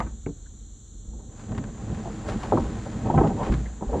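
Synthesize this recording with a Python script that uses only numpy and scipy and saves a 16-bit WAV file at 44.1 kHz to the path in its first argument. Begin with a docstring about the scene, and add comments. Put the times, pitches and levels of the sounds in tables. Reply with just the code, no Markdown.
"""A plastic kayak slides off a gravel bank through shallow water, heard from on board.
It opens on a stone's knock and a boom of the hollow shell; a bump on the deck and a drip lead into a lull.
After a second the hull drags on: gravel grinds, pebbles crack, sand and water fizz along the keel.
In the second half stones knock and judder hardest, and the whole shell booms as it drops off them.
A low rumble and a steady high hiss lie under it all."""
import sys
import numpy as np
from scipy import signal
from scipy.fft import rfft, irfft
from scipy.io import wavfile
from scipy.ndimage import uniform_filter1d

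SR = 44100
rng = np.random.default_rng(int(sys.argv[2]) if len(sys.argv) > 2 else 0)


def persist_wave(psi):
    """Save psi, clipped to +-1, as 16-bit WAV."""
    counts = np.round(np.clip(psi, -1, 1) * 32767).astype(np.int16)
    wavfile.write(sys.argv[1], SR, np.atleast_2d(counts).T)


N = 176400

# stones striking the hull: (time [s], level [dB], brightness [Hz], rattle fade [s])
STONE_HITS = [(.002, -27, 1920, 0.012), (.066, -48.5, 2400, 0.017), (0.262, -44.5, 2400, 0.0068),
              (1.519, -40, 1500, 0.0046), (1.639, -48, 1700, 0.0022), (2.522, -18, 970, 0.017),
              (2.573, -22.5, 1080, 0.0076), (2.862, -36.5, 920, 0.0082), (3.057, -31.5, 800, 0.023),
              (3.177, -16, 1410, 0.012), (3.632, -46, 866, 0.0038), (3.823, -29.5, 860, 0.0065),
              (3.93, -27, 1070, 0.03)]
# stones juddering along the hull: (peak time [s], level [dB], brightness [Hz], fade [s])
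STONE_SCUFFS = [(1.137, -51.5, 760, 0.012), (1.197, -52, 1360, 0.011), (1.583, -27.5, 256, 0.013),
                (1.897, -27.5, 250, 0.0069), (2.062, -32.5, 785, 0.022), (2.29, -31.5, 885, 0.0082),
                (2.435, -34, 1460, 0.022), (2.536, -22, 317, 0.009), (2.581, -30, 597, 0.036),
                (3.098, -22, 840, 0.011), (3.146, -20.5, 790, 0.0089), (3.215, -17.5, 1040, 0.013),
                (3.243, -19, 810, 0.013), (3.306, -25, 910, 0.012), (3.417, -23.5, 970, 0.047),
                (3.502, -23, 252, 0.0168), (3.526, -26, 313, 0.04), (3.814, -37, 790, 0.017),
                (3.894, -34.5, 816, 0.0036), (3.953, -21.5, 504, 0.04)]
# the hull dropping off a stone: (time [s], level [dB], push length [s])
HULL_DROPS = [(.003, -30.5, 0.0085), (1.075, -34.5, 0.015), (2.311, -38, 0.0034), (2.615, -29, 0.008),
              (3.153, -27, 0.0015), (3.268, -31.5, 0.0031), (3.495, -22.5, 0.012), (3.868, -28.5, 0.01)]
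# pebbles cracking against each other: (time [s], level [dB], fade [s])
PEBBLE_CRACKS = [(.002, -28.5, 0.0044), (0.025, -49.5, 0.033), (1.395, -46, 0.0073), (1.519, -38.5, 0.0031),
                 (1.549, -42.5, 0.0093), (1.578, -36, 0.0079), (1.639, -40.5, 0.0058),
                 (1.945, -38.5, 0.0093), (2.288, -32.5, 0.0087), (2.296, -34.5, 0.0065),
                 (2.431, -32, 0.0072), (3.273, -38.5, 0.015), (3.43, -36, 0.036), (3.52, -32.5, 0.01),
                 (3.539, -32.5, 0.007)]
# the hollow deck bumped, then settling: (time [s], level [dB])
DECK_THUDS = [(0.2655, -30), (0.29, -35)]
# drips beside the hull: (time [s], level [dB], pitch [Hz])
DRIPS = [(0.458, -56, 1630), (3.655, -45, 1920)]

# fader curves of the hull's drag, the gravel and the wet sand: (time [s], level [dB])
DRAG_FADER = [(0, -29), (.2, -52.5), (.9, -58.5), (1.12, -46), (1.4, -42.5), (1.58, -31), (1.73, -40.5),
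              (1.89, -32), (2.2, -36.5), (2.3, -30.5), (2.47, -35.5), (2.58, -27), (2.68, -28.5),
              (2.82, -36.5), (3.02, -26.5), (3.23, -22.5), (3.38, -30), (3.52, -34.5), (3.66, -39),
              (4, -60)]
GRAVEL_FADER = [(0, -34), (.08, -55), (.2, -74), (1, -68), (1.25, -56.5), (1.51, -43), (1.58, -37.5),
                (1.73, -47.5), (1.9, -39.5), (2.2, -43.5), (2.31, -30.5), (2.38, -40), (2.6, -35.5),
                (2.77, -37.5), (2.82, -48), (3.02, -38.5), (3.2, -29), (3.35, -44.5), (3.48, -25.5),
                (3.62, -50.5), (3.78, -50), (4, -36)]
SAND_FADER = [(0, -77), (.09, -61), (.15, -69), (1.24, -77.5), (1.4, -53.5), (1.58, -60), (1.72, -56),
              (1.95, -51.5), (2.25, -49), (2.29, -40), (2.37, -48), (2.44, -45), (2.48, -46), (3.35, -50),
              (3.45, -47), (3.6, -49.5), (3.8, -59.5), (4, -49)]

# resonances of the hull panels, whole shell and deck: (pitch [Hz], level [dB], ring time to -60 dB [s])
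PANEL_MODES = [(123.8, -6, 0.27), (155.2, -1, 0.21), (214, 1, 0.051), (276, -6, 0.097), (411, -2, 0.016),
               (475, -16, 0.043), (552, -5.5, 0.091), (607, -3.5, 0.095), (785, 5, 0.064), (894, 3, 0.061),
               (933, -1.5, 0.12), (1006, 3, 0.037), (1113, -10.5, 0.095), (1280, 0, 0.049),
               (1530, -0.5, 0.046), (1860, -14.5, 0.11)]
SHELL_MODES = [(56.7, 1, 0.94), (97.5, -0.5, 0.073), (150.9, 1.5, 0.4), (233, -3, 0.14)]
DECK_MODES = [(157.4, -4, 0.18), (285, -2.5, 0.12), (390, 2.5, 0.12), (445, -0.5, 0.076)]
# decay of the hull's dense minor modes: (frequency [Hz], ring time to -60 dB [s])
MINOR_DECAY = [(60, 0.52), (300, 0.12), (1000, 0.044), (3000, 0.024), (10000, 0.0058)]

# EQ curves that colour the minor modes and each texture: (frequency [Hz], relative gain [dB])
MINOR_EQ = [(30, -9.5), (100, -8), (300, -2), (450, -5), (600, -1.5), (690, -4), (800, -2.5), (1250, -5.5),
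            (1550, -11), (2500, -8.5), (5000, -22.5), (12000, -24)]
DRAG_EQ = [(20, -21), (50, 2), (100, 6), (155, -2), (230, 0), (420, -8), (800, -25), (3000, -74)]
GRAVEL_EQ = [(40, 14), (150, -7.5), (230, -4), (400, 5.5), (620, 0), (950, -5), (1400, -3.5), (2500, -8.5),
             (5000, -9.5), (12000, -28.5)]
CRACK_EQ = [(200, -13), (1000, 17), (1600, 13), (2700, 4), (4500, -3), (6000, -8.5), (9000, -19),
            (11000, -19.5), (12500, -48)]
SAND_EQ = [(100, -10.5), (700, 16), (1600, 12.5), (2500, 4), (4000, 2.5), (5500, -2), (8000, -3.5),
           (9200, -15.5), (11000, -14), (13000, -74)]
HISS_EQ = [(500, -24.5), (1400, -7.5), (2500, -42), (3000, -9), (3500, -4), (4200, -2), (5000, -31),
           (5600, -5), (6300, 3), (7200, 10), (7800, 2.5), (8400, -10), (9000, -44), (11000, -32.5),
           (13000, -56)]
RUMBLE_EQ = [(28, -12), (42, 11.5), (55, -2.5), (75, -0.5), (105, -6.5), (160, -18), (300, -21),
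             (500, -33.5), (1000, -63), (3000, -57.5)]

# stereo width: (frequency [Hz], side against mid [dB])
STEREO_WIDTH = [(55, -32.5), (150, -62), (400, -17.5), (1000, -24), (2700, -9), (4700, -25.5), (6800, -5.5),
                (8500, -11)]
# stereo lean: (frequency [Hz], left over right [dB])
LEFT_LEAN = [(400, -0.5), (2500, 2.5), (5000, 0.3)]

SLIPS_PER_S, RATTLE_DB, SCUFF_RISE_RATIO = 700, 2.5, 0.61
SPOT_SPREAD_DB, HULL_MINOR_DB, DECK_MINOR_DB = 2.1, 2.5, -3.5
HISS_DB, RUMBLE_DB = -56, -42


def stone_hits():
    """Each stone gives the hull a sharp blow, then rattles on."""
    out, t = np.zeros(N), np.arange(SR // 2) / SR
    for s, db, bright_hz, fade_s in STONE_HITS:
        rattle = contacts(SLIPS_PER_S, count=len(t)) * np.exp(-t / fade_s)
        rattle = amp(RATTLE_DB) * rattle / (np.linalg.norm(rattle) + .5)
        blow = rng.choice([-1, 1]) * (t == 0)
        add(out, s, knock(blow + rattle, db, bright_hz))
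    return out


def stone_scuffs():
    """A run of tiny slips swells and fades as a stone passes under the hull."""
    out, t = np.zeros(N), np.arange(-SR // 10, SR // 2) / SR
    for s, db, bright_hz, fade_s in STONE_SCUFFS:
        rise_s = SCUFF_RISE_RATIO * fade_s
        swell = np.exp(np.where(t < 0, -(t / rise_s) ** 2 / 2, -t / fade_s))
        slips = swell * contacts(SLIPS_PER_S, count=len(t))
        add(out, s + t[0], knock(slips, db, bright_hz))
    return out


def knock(force, db, bright_hz, low_cut_hz=69.5):
    """The hull's answer to one contact, too small to move the whole shell; softer contacts are duller."""
    force = signal.sosfilt(signal.butter(2, low_cut_hz, "highpass", fs=SR, output="sos"), force)
    force = signal.sosfilt(signal.butter(4, bright_hz, fs=SR, output="sos"), force)
    body = hull(force)
    return amp(db) * np.sqrt(.03 * SR) * body / np.linalg.norm(body)  # the energy of 30 ms at this level


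def hull(force):
    """The hull rings in its panels and minor modes; each spot struck favours other panels."""
    panels = [(hz, db + SPOT_SPREAD_DB * rng.standard_normal(), t60) for hz, db, t60 in PANEL_MODES]
    body = ring(panels) + amp(HULL_MINOR_DB) * minor_modes()
    return signal.fftconvolve(force, body)[:len(force)]


def minor_modes():
    """The hull's many minor modes: a short, noisy tail whose treble dies first."""
    hz, t, spectrum = signal.stft(rng.standard_normal(SR // 2), SR, nperseg=256)
    decay = amp(-60 * t / curve_at(MINOR_DECAY, hz)[:, None])
    tail = signal.istft(spectrum * decay, SR, nperseg=256)[1]
    tail = colour(np.pad(tail, (0, SR - len(tail))), MINOR_EQ)
    return tail / np.linalg.norm(tail)


def shell_booms():
    """Dropping off a stone, the hull takes a slow push that sets the whole shell flexing."""
    out = np.zeros(N)
    for s, db, push_s in HULL_DROPS:
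        add(out, s, amp(db) * push(ring(SHELL_MODES), push_s, head=SR // 10))
    return out


def hull_drag():
    """The loaded hull sticks and slips on the bed in soft, low bumps."""
    bumps = contacts(per_s=300, spread_db=2.5)
    return fader(DRAG_FADER) * colour(hull(bumps), DRAG_EQ)


def gravel_grind(catch_s=0.026, catch_db=1.5):
    """Pebbles tick against the hull, in clumps as the keel catches and lets go."""
    span = int(catch_s * SR)
    wander = uniform_filter1d(rng.standard_normal(N), span)
    catches = unit(uniform_filter1d(wander, span // 2))
    ticks = amp(catch_db * catches) * contacts(per_s=400, spread_db=2)
    return fader(GRAVEL_FADER) * colour(hull(ticks), GRAVEL_EQ)


def pebble_cracks(attack_s=.0003):
    """A pinched pebble lets go in a brief spray of grains."""
    out, t = np.zeros(N), np.arange(SR // 5) / SR
    for s, db, fade_s in PEBBLE_CRACKS:
        spray = colour(contacts(per_s=1300, spread_db=-5, count=len(t)), CRACK_EQ)
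        envelope = (1 - np.exp(-t / attack_s)) * np.exp(-t / fade_s)
        add(out, s, amp(db) * envelope * spray)
    return out


def deck_thuds():
    """A soft blow on the hollow deck gives a tight, low note, blurred by the hull's minor modes."""
    out = np.zeros(N)
    for s, db in DECK_THUDS:
        body = ring(DECK_MODES) + amp(DECK_MINOR_DB) * minor_modes()
        add(out, s, amp(db) * push(body, push_s=0.0014, head=SR // 20))
    return out


def sand_fizz():
    """Fine grains and water fizz along the keel."""
    return fader(SAND_FADER) * colour(contacts(per_s=2200), SAND_EQ)


def drips(attack_s=0.0017, gap_s=.0028, detune=0.12):
    """A drip traps a quick cluster of five small bubbles of unlike size, each ringing very briefly."""
    out, t = np.zeros(N), np.arange(SR // 20) / SR
    envelope = t / attack_s * np.exp(1 - t / attack_s)
    for s, db, hz in DRIPS:
        for k, (sharp, late) in enumerate(rng.uniform(-1.14, 1, size=(5, 2))):
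            bubble = envelope * np.sin(2 * np.pi * hz * (1 + detune * sharp) * t)
            add(out, s + (k + late / 2) * gap_s, amp(db) * bubble)
    return out


def background():
    """A steady bed of high hiss and low rumble."""
    hiss = colour(rng.standard_normal(N), HISS_EQ)
    rumble = colour(rng.standard_normal(N), RUMBLE_EQ)
    return amp(HISS_DB) * hiss + amp(RUMBLE_DB) * rumble


def contacts(per_s, spread_db=0, count=N):
    """Randomly timed clicks; a spread makes their sizes uneven."""
    size = amp(spread_db * np.minimum(rng.exponential(1, count), 4))
    return size * rng.choice([-1, 1], count) * (rng.random(count) < per_s / SR)


def ring(modes):
    """A struck resonance: dying sines, together of unit energy."""
    t = np.arange(SR) / SR
    x = sum(amp(db - 60 * t / t60) * np.sin(2 * np.pi * hz * t) for hz, db, t60 in modes)
    return x / np.linalg.norm(x)


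def push(body, push_s, head):
    """A smooth pulse of force rings a body; the first `head` samples come out at unit level."""
    progress = np.arange(head) / SR / push_s
    x = signal.fftconvolve(progress * np.exp(-np.pi * progress), body)
    return x / np.std(x[:head])


def colour(x, curve, size=8192):
    """Minimum-phase EQ, so attacks have no pre-ring; the result has rms 1."""
    hz = abs(np.fft.fftfreq(size, 1 / SR))
    log_gain = np.log(amp(curve_at(curve, hz)))
    response = np.exp(np.conj(signal.hilbert(log_gain)))
    taps = np.fft.ifft(response).real[:size // 2]
    with_preroll = np.r_[x[-size:], x]
    return unit(signal.fftconvolve(with_preroll, taps)[size:size + len(x)])


def equalise(x, curve):
    """Zero-phase EQ over the whole track."""
    return irfft(rfft(x) * amp(curve_at(curve, np.fft.rfftfreq(N, 1 / SR))), N)


def curve_at(points, hz):
    """Reads a curve on a log-frequency axis."""
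    point_hz, value = np.transpose(points)
    return np.interp(np.log(hz + 1), np.log(point_hz + 1), value)


def fader(points):
    """Gain at every sample from a curve in dB."""
    return amp(np.interp(np.arange(N) / SR, *np.transpose(points)))


def add(mix, s, sound):
    """Mixes a sound in at time s."""
    part = mix[max(round(s * SR), 0):][:len(sound)]
    part += sound[:len(part)]


def amp(db):
    """Decibels to gain."""
    return 10 ** (np.asarray(db) / 20)


def unit(x):
    """Scales to rms 1."""
    return x / np.sqrt(np.mean(x ** 2) + 1e-20)


def layers():
    """One mono mix of all sources, with fresh random grain on every call."""
    return (stone_hits() + deck_thuds() + stone_scuffs() + gravel_grind() + hull_drag() + shell_booms()
            + sand_fizz() + pebble_cracks() + drips() + background())


def scene():
    """The image on board: near mono in the bass, wider in the treble, leaning left."""
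    mid = layers()
    side = equalise(layers(), STEREO_WIDTH)
    left = equalise(mid + side, [(hz, db / 2) for hz, db in LEFT_LEAN])
    right = equalise(mid - side, [(hz, -db / 2) for hz, db in LEFT_LEAN])
    return np.array([left, right])


def record(dry, low_cut_hz=32.5, high_cut_hz=12200):
    """A gentle low cut trims the sub-bass; a steep high cut takes off the top treble."""
    x = signal.sosfilt(signal.butter(2, low_cut_hz, "highpass", fs=SR, output="sos"), dry)
    high_cut = signal.firwin(511, high_cut_hz, window=("kaiser", 9), fs=SR)
    return signal.oaconvolve(x, high_cut[None], "same")


dry = scene()
out = record(dry)
persist_wave(out)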